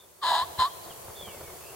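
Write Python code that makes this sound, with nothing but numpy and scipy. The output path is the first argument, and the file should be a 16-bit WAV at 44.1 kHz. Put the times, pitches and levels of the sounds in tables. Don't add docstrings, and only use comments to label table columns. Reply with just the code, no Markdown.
import sys
import numpy as np
from scipy import signal
from scipy.fft import rfft, irfft
from scipy.io import wavfile
from scipy.ndimage import uniform_filter1d

SR = 44100
rng = np.random.default_rng(int(sys.argv[2]) if len(sys.argv) > 2 else 0)


def put_to_file(sound):
    columns = np.atleast_2d(sound).T
    safe = np.clip(columns, -1, 1)
    whole_steps = np.round(safe * 32767)
    wavfile.write(sys.argv[1], SR, whole_steps.astype(np.int16))


N = 77175

# f/Hz, relative level/dB
AIR_SPECTRUM = [(20, -51), (45, -15.5), (75, 1.5), (130, -3), (190, -5), (260, -12.5), (370, 3),
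                (550, -1.5), (690, 1), (800, -5), (1050, -4), (1500, -12), (2500, -18.5), (5000, -25.5),
                (16000, -43)]
HISS_SPECTRUM = [(100, -23.5), (1500, -2.5), (4000, -4.5), (7000, 0.5), (11000, 1.5), (16000, 0)]
# f/Hz, gain/dB
ECHO_RESPONSE = [(200, 2.5), (700, 11), (1050, -4.5), (1700, -2.5), (4000, -0.5), (9000, -15)]
# t/s, duration/s, start f/Hz, middle f/Hz, end f/Hz, level/dB, trill depth (0-1)
BIRD_WHISTLES = [(-.02, .07, 3350, 3560, 3460, -48.5, 0.38), (0.547, 0.043, 3400, 3100, 2730, -55, 0),
                 (0.687, 0.058, 3200, 3226, 3230, -53, 0.1), (0.84, 0.044, 4153, 3890, 3440, -60, 0.2),
                 (.897, 0.033, 3390, 3100, 2710, -49, 0.2), (1.149, 0.16, 3492, 3385, 2890, -46.5, 0.47),
                 (1.22, 0.18, 2360, 2270, 1977, -55.5, 0), (1.286, 0.086, 2830, 2684, 2570, -55.5, .4),
                 (1.432, 0.081, 2287, 2220, 2130, -54, .3), (1.601, 0.14, 2600, 2700, 2790, -56.5, 0.83),
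                 (1.653, 0.038, 4950, 4860, 4560, -57, 0.2)]
# t/s, feather slap level/dB, air thump level/dB
WING_STROKES = [(.435, -54, -47), (.595, -66, -37.5), (0.91, -43.5, -51), (1.054, -46, -52),
                (1.083, -45, -49), (1.102, -43.5, -54), (1.211, -43.5, -63), (1.234, -50.5, -47),
                (1.282, -39.5, -45.5), (1.307, -58, -64), (1.347, -41.5, -56), (1.375, -45, -45),
                (1.412, -38.5, -54), (1.436, -46, -50), (1.481, -42.5, -64), (1.503, -40, -53.5),
                (1.533, -49, -58)]
# f/Hz, relative level/dB
SLAP_SPECTRUM = [(100, -8.5), (250, -28), (400, -1.5), (580, -4), (800, -7.5), (1100, -10), (1700, -19.5),
                 (3000, -31.5), (9000, -43)]
THUMP_SPECTRUM = [(30, -18), (75, -8), (130, 5), (200, 2), (270, -6), (800, -62)]
# f/Hz, level difference/dB
PORT_BALANCE = [(100, 1), (700, -5), (1100, 0), (1900, -3), (2400, -16), (3100, 6), (4000, 12.5),
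                (5000, 15.5), (6200, 10), (6800, 11), (8000, 3), (15000, 1)]
# f/Hz, phase/rad
PORT_LEAD = [(690, -.15), (860, .4), (1030, .5), (1300, .2), (2400, .4), (3100, 1.6), (3450, 2.2),
             (3800, 1.2), (4700, .4), (6000, -.6), (10000, .9)]
# f/Hz, relative gain/dB
GROWL_RESPONSE = [(300, -44.5), (540, -30), (630, -14.5), (690, -9), (770, -5), (900, -1.5), (1000, 1.5),
                  (1150, -6.5), (1500, -42.5)]
RASP_RESPONSE = [(700, -33), (1000, -14), (1200, -2), (1380, -2.5), (1480, -3), (1680, 4.5), (1850, -2.5),
                 (2020, -8.5), (2250, -18), (2750, -13.5), (3100, -1.5), (3400, 0.5), (3700, 3.5),
                 (4100, -1.5), (4450, -7), (4750, -8), (5100, -11), (6100, -30.5), (6750, -12),
                 (7550, -24.5), (8050, -13.5), (9000, -23.5), (10200, -18), (12000, -50), (16000, -44)]
BEAK_RESPONSE = [(3500, -25.5), (3900, -4), (4120, 0.5), (4300, -8.5), (4500, -15.5)]
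# t/s, f/Hz, tone level/dB, growl level/dB, rasp level/dB
LONG_CROW = [(.221, 1189, -33.5, -54, -39.5), (.232, 1063, -21, -28, -30.5), (.252, 984, -30, -25.5, -30.5),
             (.275, 1017, -25.5, -33.5, -29), (.322, 978.7, -33, -23.5, -31),
             (.355, 967.8, -27.5, -28.5, -31), (.39, 1009, -26.5, -35, -32),
             (.418, 1000, -29, -34.5, -36.5), (.433, 1090, -27.5, -55, -44), (.444, 1128, -41, -62, -44.5)]
SHORT_CROW = [(.583, 999, -66, -46.5, -45), (.59, 1029, -45.5, -44, -35.5), (.594, 1036, -21.5, -46, -31),
              (.612, 1027, -25, -32, -32), (.623, 1009, -20, -30, -29.5), (.636, 1013, -23, -43, -34),
              (.653, 1044, -24, -67, -37.5), (.66, 1127, -27.5, -36, -38), (.672, 1136, -32.5, -54, -47),
              (.68, 1139, -34.5, -51, -48)]


def undb(db):
    return 10 ** (np.asarray(db) / 20)


def unit_rms(x):
    return x / np.sqrt(np.mean(x ** 2))


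def noise():
    return rng.standard_normal(N)


def over_hz(points):
    hz, value = np.array(points, float).T
    bin_hz = np.arange(N + 1) * SR / (2 * N)
    return np.interp(np.log(bin_hz + 1e-3), np.log(hz), value)


def colour(x, response):
    cepstrum = irfft(np.log(undb(over_hz(response))))
    cepstrum[1:N] *= 2
    cepstrum[N + 1:] = 0
    return irfft(rfft(x, 2 * N) * np.exp(rfft(cepstrum)))[..., :N]


def wander(hz):
    return unit_rms(signal.sosfilt(signal.butter(2, hz, fs=SR, output="sos"), noise()))


def air_and_hiss():
    mid, side = (unit_rms(colour(noise(), AIR_SPECTRUM)) * undb(1.32 * wander(hz=8.2)) for _ in range(2))
    air = mid + 0.69 * np.array([side, -side])
    hiss = unit_rms(colour(np.array([noise(), noise()]), HISS_SPECTRUM))
    return undb(-50.5) * air + undb(-46) * hiss


def field_echo(x, t, t60_s=1.67, build_s=0.0067):
    tail = undb(-60 * t / t60_s) * (1 - np.exp(-(t / build_s) ** 2))
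    ears = [noise() * tail / np.sqrt(np.sum(tail ** 2)) for _ in range(2)]
    return colour(np.array([signal.fftconvolve(x, ear)[:N] for ear in ears]), ECHO_RESPONSE)


def small_birds(t, trill_hz=131.4, twitter_hz=4490):
    whistles = np.zeros(N)
    for at, duration, start_hz, middle_hz, end_hz, db, trill_depth in BIRD_WHISTLES:
        progress = np.clip((t - at) / duration, 0, 1)
        glide = np.polyfit([0, .5, 1], [start_hz, middle_hz, end_hz], 2)
        hz = np.polyval(glide, progress) * (1 + 0.0188 * wander(hz=228))
        trill = 1 + trill_depth * np.sin(2 * np.pi * trill_hz * t)
        envelope = undb(db + 2.5 * wander(hz=90)) * np.abs(np.sin(np.pi * progress)) ** 0.36
        whistles += envelope * trill * np.sin(2 * np.pi * np.cumsum(hz) / SR)
    twitter_phase = 2 * np.pi * np.cumsum(twitter_hz * (1 + .03 * wander(hz=24.94))) / SR
    twitter = np.sin(twitter_phase) * undb(3.5 * wander(hz=15))
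    whistles = whistles + undb(-7) * field_echo(whistles, t)
    return whistles + undb(-65) * unit_rms(twitter + field_echo(twitter, t))


def wings(t):
    slap_rise_s, slap_fall_s = 0.0049, 0.007
    thump_s, thump_hz = .011, 81.5
    clap_s, clap_hz = 0.0027, 513
    slap_envelope, thump_envelope, thumps, claps = np.zeros((4, N))
    for at, slap_db, thump_db in WING_STROKES:
        age = t - at
        slap_envelope += undb(slap_db) * np.exp(-np.maximum(-age / slap_rise_s, age / slap_fall_s))
        swell = undb(thump_db) * np.exp(-(age / thump_s) ** 2)
        thump_envelope += swell
        thumps += swell * np.sin(2 * np.pi * thump_hz * age)
        hz = clap_hz * np.exp(0.11 * rng.standard_normal())
        claps += undb(slap_db - 5) * np.exp(-(age / clap_s) ** 2) * np.sin(2 * np.pi * hz * age)
    slaps = slap_envelope * unit_rms(colour(noise(), SLAP_SPECTRUM))
    rush_envelope = undb(-53) * np.exp(-((t - 1.1) / 0.3) ** 2)
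    rush = rush_envelope * unit_rms(colour(np.array([noise(), noise()]), SLAP_SPECTRUM))
    thump_noise = 0.49 * thump_envelope * unit_rms(colour(noise(), THUMP_SPECTRUM))
    return slaps + rush + claps + thumps + thump_noise


def microphone_ports(x):
    left_over_right = undb(over_hz(PORT_BALANCE)) * np.exp(1j * over_hz(PORT_LEAD))
    right = 2 * rfft(x, 2 * N) / (1 + np.abs(left_over_right))
    return irfft(np.array([right * left_over_right, right]))[:, :N]


def crow(note, t):
    edge_s, flutter_hz, full_flutter_db = 0.0089, 288, -31.5
    second_ratio, second_jitter = .675, 0.0695
    times, *columns = np.array(note).T
    hz, tone_db, growl_db, rasp_db = (np.interp(t, times, column) for column in columns)
    envelope = np.clip(np.minimum(t - times[0], times[-1] - t) / edge_s + 1, 0, 1)

    def at_level(x, db):
        return undb(db) * x / np.sqrt(np.average(x ** 2, weights=envelope))

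    phase = 2 * np.pi * np.cumsum(hz) / SR
    second_hz = hz * second_ratio * (1 + second_jitter * wander(flutter_hz))
    second_membrane = np.sin(2 * np.pi * np.cumsum(second_hz) / SR)
    force = np.minimum(undb(rasp_db - full_flutter_db), 1)
    flutter = force * wander(flutter_hz)
    tone = np.sin(phase + 0.16 * flutter) * (1 + 0.11 * force * wander(flutter_hz))
    pulses = sum(np.cos(k * (phase + .15 * flutter)) for k in range(1, 15))
    pulses *= 1 + second_membrane + .7 * wander(hz=670)
    turbulence = undb(-4) * noise()
    rasp = colour(unit_rms(pulses) + turbulence, RASP_RESPONSE)
    growl = unit_rms(colour(noise(), GROWL_RESPONSE)) + undb(-11.5) * unit_rms(second_membrane)
    ring = colour(np.sin(4 * phase + .65 * flutter), BEAK_RESPONSE)
    return envelope * (at_level(tone, tone_db) + at_level(growl, growl_db)
                       + at_level(rasp, rasp_db) + at_level(ring, rasp_db - 8))


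def scene():
    t = np.arange(N) / SR
    voice = crow(LONG_CROW, t) + crow(SHORT_CROW, t)
    call = microphone_ports(voice) + undb(-17) * field_echo(voice, t)
    return call + wings(t) + small_birds(t) + air_and_hiss()


def record(dry):
    threshold_db, closed_db, rise_s, hold_s, cutoff_hz = -38.5, -10, 0.028, 2, 15800
    power = uniform_filter1d(np.mean(dry, axis=0) ** 2, size=256)
    index = np.arange(N)
    last_loud = np.maximum.accumulate(np.where(power > undb(threshold_db) ** 2, index, -np.inf))
    held_open = (index - last_loud < hold_s * SR).astype(float)
    pole = np.exp(-1 / (rise_s * SR))
    openness = signal.lfilter([1 - pole], [1, -pole], held_open)
    gated = dry * undb(closed_db * (1 - openness))
    return signal.sosfilt(signal.ellip(10, .1, 80, cutoff_hz, fs=SR, output="sos"), gated)


dry = scene()
out = record(dry)
put_to_file(out)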